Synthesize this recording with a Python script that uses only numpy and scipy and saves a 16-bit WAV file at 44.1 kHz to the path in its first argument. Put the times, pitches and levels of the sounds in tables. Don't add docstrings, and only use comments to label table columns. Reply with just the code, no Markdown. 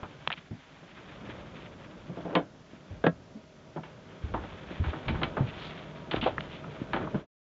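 import sys
import numpy as np
from scipy import signal
from scipy.fft import rfft, irfft
from scipy.io import wavfile
from scipy.ndimage import uniform_filter1d

SR = 44100
rng = np.random.default_rng(int(sys.argv[2]) if len(sys.argv) > 2 else 0)


def inscribe(sig):
    pcm = np.round(np.clip(np.atleast_2d(sig).T, -1, 1) * 32767)
    wavfile.write(sys.argv[1], SR, pcm.astype(np.int16))


N = 332073
TIME = np.arange(N) / SR
HIT = TIME[:SR // 2]


# t/s, level/dB, hardness (0 soft, 1 hard)
LEAF_BLOWS = [(2.094,-37.5,0.01), (2.17,-39.5,0.31), (2.251,-37,0.3), (2.3525,-25.5,0.74),
              (2.364,-23.5,0.38)]
# f/Hz, level/dB, t60/s (the time to die away by 60 dB)
LEAF_NOTES = [(172,-0.5,0.11), (286.6,5,.24), (324,3,.14), (422,-6,.12), (509,4,0.092), (678,4,0.11),
              (741,0,.12), (878,1.5,0.088), (950,-1,0.08), (1025,0,.11), (1160,-3.5,0.089), (1470,-8,0.068),
              (1700,-4.5,.13), (1880,-9.5,.13), (2100,-5,0.093), (2210,-5.5,0.13), (2577,-6.5,.11),
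              (2980,-3,0.084), (3160,-5.5,0.11), (3600,-5,.1)]

def table_leaf():
    out = np.zeros(N)
    for s, db, hardness in LEAF_BLOWS:
        add(out, s, knock(LEAF_NOTES, db, hardness, t60=0.17, notes_db=7, scatter_db=2))
    return out


# t/s, level/dB, hardness
FRAME_BLOWS = [(3.0396,-25,.4), (3.0644,-24.5,0.49), (3.0767,-31.5,.3)]
# f/Hz, level/dB, t60/s
FRAME_NOTES = [(169.5,-0.5,.15), (265.7,0,.13), (351,-0.5,.13), (400,-3,.13), (470,-1,0.088), (518,1,0.077),
               (555,-1,0.11), (638,-1,.14), (681,-2.5,.12), (854,-10,0.069), (1080,-10,.1), (1332,-7.5,.14),
               (1520,-12,.15), (1573,-10,.1), (1653,-10,.1), (1873,-8,0.082), (2150,-13.5,.12),
               (2600,-10.5,.11), (2848,-18,.12), (3220,-15,.09), (3510,-8.5,0.079)]

def table_frame():
    out = np.zeros(N)
    for s, db, hardness in FRAME_BLOWS:
        add(out, s, knock(FRAME_NOTES, db, hardness, t60=0.095, notes_db=5, scatter_db=5))
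    return out


BAND_EDGES = [120, 280, 700, 1700, 4500]

def knock(notes, db, hardness, t60, notes_db, scatter_db, soft_hz=189.5, hard_hz=2800):
    centre_hz = soft_hz * (hard_hz / soft_hz) ** hardness
    edges = np.log2(BAND_EDGES)
    octaves = (edges[:-1] + edges[1:]) / 2 - np.log2(centre_hz)
    band_dbs = db + np.minimum(3.5 * octaves, -8 * octaves)
    tones = []
    for hz, note_db, note_t60 in notes:
        detune, size = rng.standard_normal(2)
        tone = np.sin(2 * np.pi * (hz * (1 + 0.0067 * detune) * HIT + rng.random()))
        tones.append((hz, undb(note_db + scatter_db * size) * decay(min(note_t60, t60)) * tone))
    push_s = 0.0029 * 2 ** ((max(band_dbs) - band_dbs[-1]) / 14)
    push = 4 - np.exp(-HIT / push_s)
    contact = undb(1) * decay(0.0044)
    out = 0
    for lo, hi, band_db in zip(BAND_EDGES, BAND_EDGES[1:], band_dbs):
        tail = decay(t60 * (BAND_EDGES[1] / hi) ** 0.0098)
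        noise = rng.standard_normal(len(HIT)) * (contact + tail)
        echoes = strike_level(band(noise * push, lo, hi), 0)
        ringing = sum(tone for hz, tone in tones if lo <= hz < hi)
        ring = strike_level(band(ringing * push, lo, hi), notes_db)
        tick = strike_level(band(1. * (HIT == 0), lo, hi), -8)
        out = out + strike_level(tick + echoes + ring, band_db)
    return out


# t/s, peak
# level/dB, f/Hz, push time/s
THUDS = [(0.029,-34,93.5,0.0026), (.277,-37.5,157,0.0034), (0.374,-42.5,172,0.006), (0.509,-31,110.5,.006),
         (2.3535,-23,299,0.002), (2.904,-35.5,93.6,0.014), (3.07,-21.5,170.6,0.0052),
         (3.346,-34.5,214,0.02), (3.772,-30,160,0.012), (4.238,-24,76.6,0.0074), (4.798,-20,87.5,0.012),
         (4.864,-23,78,0.028), (5.095,-28,224,0.015), (5.175,-31,166,0.013), (5.406,-15.5,133,0.0032),
         (5.425,-23.5,110.5,0.0036), (6.226,-26.5,234,0.0053), (6.382,-30.5,155,0.0045),
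         (7.142,-22,146,0.0084)]

def footfalls(overtone_ratio=1.315, overtone_db=-9, rumble_db=-11, t60=0.12):
    out = np.zeros(N)
    for s, db, hz, push_s in THUDS:
        phase = 2 * np.pi * hz * HIT
        swing = np.sin(phase) + undb(overtone_db) * np.sin(phase * overtone_ratio)
        low_noise = band(rng.standard_normal(len(HIT)), 33, 430, order=2)
        rumble = level(resonate(low_noise, hz, width_hz=hz), rumble_db)
        thud = (swing + rumble) * decay(t60) * np.minimum(HIT / push_s, 1)
        add(out, s, thud * undb(db) / np.abs(thud).max())
    return out


# t/s, level/dB, hardness, t60/s of the cabin's ring
BUMPS = [(.031,-41.5,0.64,0.1), (.509,-41,0,0.17), (.827,-52,0.27,.08), (1.29,-45,0.27,0.11),
         (2.732,-46,0,0.044), (3.761,-37,0.32,0.15), (3.833,-46.5,0.83,0.34), (4.339,-33.5,0.47,0.3),
         (4.436,-43,0.54,0.14), (4.706,-38.5,0.2,0.12), (4.839,-39,0.76,0.41), (4.932,-37,0.57,0.2),
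         (5.0805,-33,0.96,0.19), (5.089,-38.5,0.48,0.21), (5.144,-38.5,0.58,0.22), (5.216,-32.5,0.53,0.087),
         (5.2331,-30.5,0.9,0.12), (5.368,-31,0.46,0.29), (6.111,-40,0.64,0.13), (6.133,-36,0.66,0.15),
         (6.16,-35.5,0.52,0.21), (6.227,-36.5,0.77,0.26), (6.2602,-35.5,0.6,0.22), (6.641,-49,0.63,0.068),
         (7.144,-32.5,0.3,0.17)]
# f/Hz, level/dB, t60/s
PANEL_NOTES = [(166,0,0.19), (223,2,0.076), (263.2,-0.5,0.49), (319,8,0.19), (362.4,3.5,0.14),
               (441.5,-3.5,0.14), (501,-8.5,0.03), (559,-6.5,0.15), (642,-2,0.15), (683,-2,0.056),
               (774,-5.5,0.21), (882,-3.5,0.28), (993,-4,0.1), (1070,-7.5,0.074), (1223,-5.5,0.12),
               (1342,-5.5,0.12), (1497,-3,0.073), (1665,-7,0.048), (1890,-8,0.098), (2030,3,0.068),
               (2255,1,0.13), (2410,-5,0.14), (2600,-5,0.069), (2740,-1,0.063), (3020,-5,0.11),
               (3310,-3.5,0.047)]

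def panel_bumps():
    out = np.zeros(N)
    for s, db, hardness, t60 in BUMPS:
        add(out, s, knock(PANEL_NOTES, db, hardness, t60, notes_db=0, scatter_db=3.5))
    return out


# t/s, level/dB, hardness
BOUNCES = [(6.933,-29,0.71), (6.946,-38,0.3), (6.963,-32.5,0.6), (6.995,-35.5,0.15), (7.011,-41,0.58),
           (7.029,-39,0.46), (7.046,-40,0.3)]

def loose_board():
    out = np.zeros(N)
    for s, db, hardness in BOUNCES:
        add(out, s, knock(PANEL_NOTES, db, hardness, t60=0.17, notes_db=-0.5, scatter_db=5))
    return out


# t/s, level/dB, f/Hz, width/Hz, t60/s
CLICKS = [(0.03,-63,2200,1980,0.028), (0.2741,-30.5,1200,1700,0.0053), (0.2749,-29,3150,1500,0.0062),
          (.3027,-36.5,1900,3000,0.018), (.3055,-41.5,1600,2000,0.024), (.3178,-39.5,2600,2400,0.01),
          (.321,-43,2100,1500,.022), (.3263,-35.5,3070,1410,.012), (.3302,-42,2500,2000,0.015),
          (.3365,-44,2600,2000,0.02), (2.3525,-33,4100,3200,0.005), (2.3545,-32,2480,2000,0.03),
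          (3.04,-25,445,130,0.043), (3.0655,-26,440,240,0.02), (3.0676,-32,1450,900,0.016),
          (3.066,-35.5,2900,900,0.025), (3.772,-42.5,870,200,0.091), (4.342,-32.5,955,220,0.18),
          (5.2325,-32,2500,900,0.014), (5.369,-32.5,890,700,0.11), (6.1118,-33.5,3300,1600,0.07),
          (6.1412,-29,404,600,0.013), (6.161,-39.5,3100,1200,0.028), (6.2128,-34.5,3040,900,0.13),
          (6.24,-37.5,3050,800,0.029), (6.2613,-24,620,260,0.077), (6.3809,-33,1450,450,0.016),
          (6.4068,-40,2600,2400,0.012), (6.643,-47.5,1000,500,.05), (6.816,-33.5,230,160,0.013),
          (7.072,-39.5,960,400,0.059)]

def clicks(chatter=0.29, case_db=-4):
    out = np.zeros(N)
    for s, db, hz, width_hz, t60 in CLICKS:
        force = chatter * rng.standard_normal(len(HIT)) * decay(t60)
        force[0] += 1
        snap = resonate(force, hz, width_hz)
        snap = snap + undb(case_db) * resonate(snap, hz=620, width_hz=450)
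        snap = band(snap, min(hz * 0.3, 350), min(hz * 1.66, SR / 4))
        add(out, s, strike_level(snap, db))
    return out


# t/s, length/s, level/dB, f/Hz, width/Hz
SCRAPES = [(0.361,0.034,-45,2150,1800), (0.904,0.022,-54,2480,1300), (0.964,0.031,-49.5,1640,1000),
           (1.081,0.026,-52,2000,1300), (1.279,0.052,-50,2000,1500), (1.55,0.027,-51,1700,1400),
           (1.59,0.1,-53,2300,1500), (1.833,0.023,-52,1600,800), (2.269,0.15,-37.5,430,250),
           (4.7,0.041,-48,2200,1500), (4.88,0.048,-48,2200,1590), (5.464,0.047,-43.5,2630,1500),
           (5.566,0.16,-44,4050,1490), (6.123,0.072,-40,2800,1800), (6.234,0.068,-39.5,2930,1100),
           (6.496,0.086,-47.5,2970,1200)]

def scrapes(slips_per_s=2500):
    out = np.zeros(N)
    for s, length, db, hz, width_hz in SCRAPES:
        ticks = resonate(slips(len(HIT), slips_per_s), hz, width_hz * 2)
        rasp = level(resonate(ticks, hz, width_hz * 2), db)
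        swell = np.sqrt(np.abs(np.sin(np.pi * np.minimum(HIT / length, 1))))
        add(out, s, rasp * swell)
    return out


# t/s, shuffle level/dB, cloth level/dB
FOLDING = [(0.0, -47.5, -57.5), (0.21, -51.5, -54), (0.45, -60.5, -62), (0.67, -60, -59.5),
           (1.07, -49, -54.5), (1.27, -44, -53), (1.94, -48.5, -58.5), (2.29, -41.5, -54.5),
           (2.45, -49.5, -72), (2.67, -56.5, -61.5), (2.95, -50, -59.5), (3.1, -49.5, -68),
           (3.49, -55.5, -68), (4.15, -48, -57.5)]
WALKING = [(4.4, -45.5, -54), (4.76, -47.5, -50.5), (5.29, -39, -50.5), (5.63, -46, -47),
           (5.93, -46, -53.5), (6.29, -42.5, -50.5), (6.57, -44, -51.5), (7.05, -43, -55.5),
           (7.1, -42, -54.5)]

def bustle(s):
    times, shuffle_db, cloth_db = np.vstack([FOLDING, WALKING]).T
    return np.interp(s, times, shuffle_db), np.interp(s, times, cloth_db)


# f/Hz, level/dB
SHUFFLE_COLOUR = [(65, -36), (110, -4.5), (166, 2.5), (258, -4), (305, -3), (403, -7.5), (597, -5),
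                  (646, -9), (675, -13), (1600, -19), (2080, -51.5), (3520, -120)]
CLOTH_COLOUR = [(410, -30), (700, -1), (1530, -2.5), (2000, -4), (2420, -4.5), (2730, -7), (3420, -5.5),
                (5140, -29.5), (6720, -31), (7500, -52), (9750, -68.5), (16500, -120)]

def shuffle_and_rustle(shuffle_trim_db=-1.95, cloth_trim_db=-0.5):
    shuffle_db, cloth_db = bustle(TIME)
    shuffle = colour(rng.standard_normal(N), SHUFFLE_COLOUR) * undb(0.84 * wander(35))
    cloth = colour(slips(N, per_s=5000), CLOTH_COLOUR) * undb(2 * wander(40))
    return shuffle * undb(shuffle_db + shuffle_trim_db) + cloth * undb(cloth_db + cloth_trim_db)


def light_taps(count=16, until_s=7.185, offset_db=-9, spread_db=9):
    out = np.zeros(N)
    for when, size, firmness in rng.random((count, 3)):
        s = when * until_s
        db = bustle(s)[0] + offset_db + spread_db * (2 * size - 1)
        add(out, s, knock(PANEL_NOTES, db, 0.85 * firmness, t60=0.11, notes_db=9, scatter_db=4))
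    return out


# t/s, level/dB
JOLTS = [(1.25,-59.5), (2.9,-51.5), (4.288,-39), (4.66,-52), (5.058,-33.5), (5.38,-45.5), (6.13,-39.5),
         (6.92,-41.5)]

def grip_rumble(offset_db=-10, rise_s=0.04, fall_s=0.11):
    force = undb(bustle(TIME)[0] + offset_db)
    for s, db in JOLTS:
        age = np.maximum(TIME - s, 0)
        force = force + undb(db) * np.minimum(age / rise_s, np.exp((rise_s - age) / fall_s))
    return level(band(rng.standard_normal(N), 46, 135, order=2)) * force


# f/Hz, level/dB
FAN_TONES = [(151,-61), (382,-65), (425,-67.5), (953,-72), (1270,-76)]
# f/Hz, width/Hz, level/dB
FAN_HOUSING = (637, 19, -61.5)
# t/s, added level/dB
FAN_NEARNESS = [(0,-10), (3.6,-3.5), (5.6,6), (7.2,7.5)]

def fan(waver_hz=3.51, flutter_db=3):
    tones = 0
    for hz, db in FAN_TONES:
        strength = np.sqrt(2) * undb(db + flutter_db * wander(14))
        pitch_hz = hz + waver_hz * wander(15)
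        tones = tones + strength * np.sin(2 * np.pi * np.cumsum(pitch_hz) / SR)
    hz, width_hz, db = FAN_HOUSING
    hum = level(resonate(rng.standard_normal(N), hz, width_hz), db)
    return (tones + hum) * undb(np.interp(TIME, *np.transpose(FAN_NEARNESS)))


# f/Hz, level/dB
AIR_COLOUR = [(15, -52), (25, -24.5), (33, -15), (111, -4.5), (145, -1), (224, -23), (272, -1), (322, -32),
              (381, -8), (410, -27), (618, -13), (887, -25), (1440, -18), (6250, -26), (7960, -34),
              (10300, -69.5), (17500, -120)]

def cabin_air():
    return level(colour(rng.standard_normal(N), AIR_COLOUR), db=-60.5)


def undb(db):
    return 10 ** (np.asarray(db) / 20)


def level(x, db=0):
    return x * undb(db) / np.sqrt(np.mean(x ** 2))


def strike_level(x, db):
    return x * undb(db) / np.sqrt(np.mean(x[:SR // 50] ** 2))


def decay(t60):
    return np.exp(-np.log(1000) * HIT / max(t60, .001))


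def band(x, lo_hz, hi_hz, order=3):
    return signal.sosfilt(signal.butter(order, [lo_hz, hi_hz], "band", fs=SR, output="sos"), x + 1e-18)


def resonate(x, hz, width_hz):
    return signal.lfilter(*signal.iirpeak(hz, hz / width_hz, fs=SR), x + 1e-18)


def colour(x, points):
    hz, db = np.transpose(points)
    bins = np.maximum(np.fft.rfftfreq(N, 1 / SR), 1)
    gain = undb(np.interp(np.log(bins), np.log(hz), db))
    return level(irfft(rfft(x) * gain, N))


def wander(per_s):
    step = int(SR / per_s)
    stairs = np.repeat(rng.standard_normal(N // step + 1), step)
    return level(uniform_filter1d(stairs, step)[:N])


def slips(samples, per_s):
    return (rng.random(samples) < per_s / SR) * rng.standard_normal(samples)


def add(track, s, sound):
    i = max(int(s * SR), 0)
    track[i:i + len(sound)] += sound[:N - i]


def muffle(x, cutoff_hz=3520, leak_db=-23.5):
    low = signal.sosfilt(signal.butter(7, cutoff_hz, fs=SR, output="sos"), x)
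    return low + undb(leak_db) * x


def scene():
    contacts = table_leaf() + table_frame() + panel_bumps()
    contacts += clicks() + scrapes() + loose_board() + light_taps()
    return (muffle(contacts) + footfalls() + grip_rumble() + shuffle_and_rustle() + fan() + cabin_air())[None]


def record(dry, fade_start_s=7.185, fade_end_s=7.262, top_hz=7400):
    fade = np.interp(TIME, [fade_start_s, fade_end_s], [1, 0])
    return signal.sosfilt(signal.ellip(8, .3, 70, top_hz, fs=SR, output="sos"), dry * fade)


dry = scene()
out = record(dry)
inscribe(out)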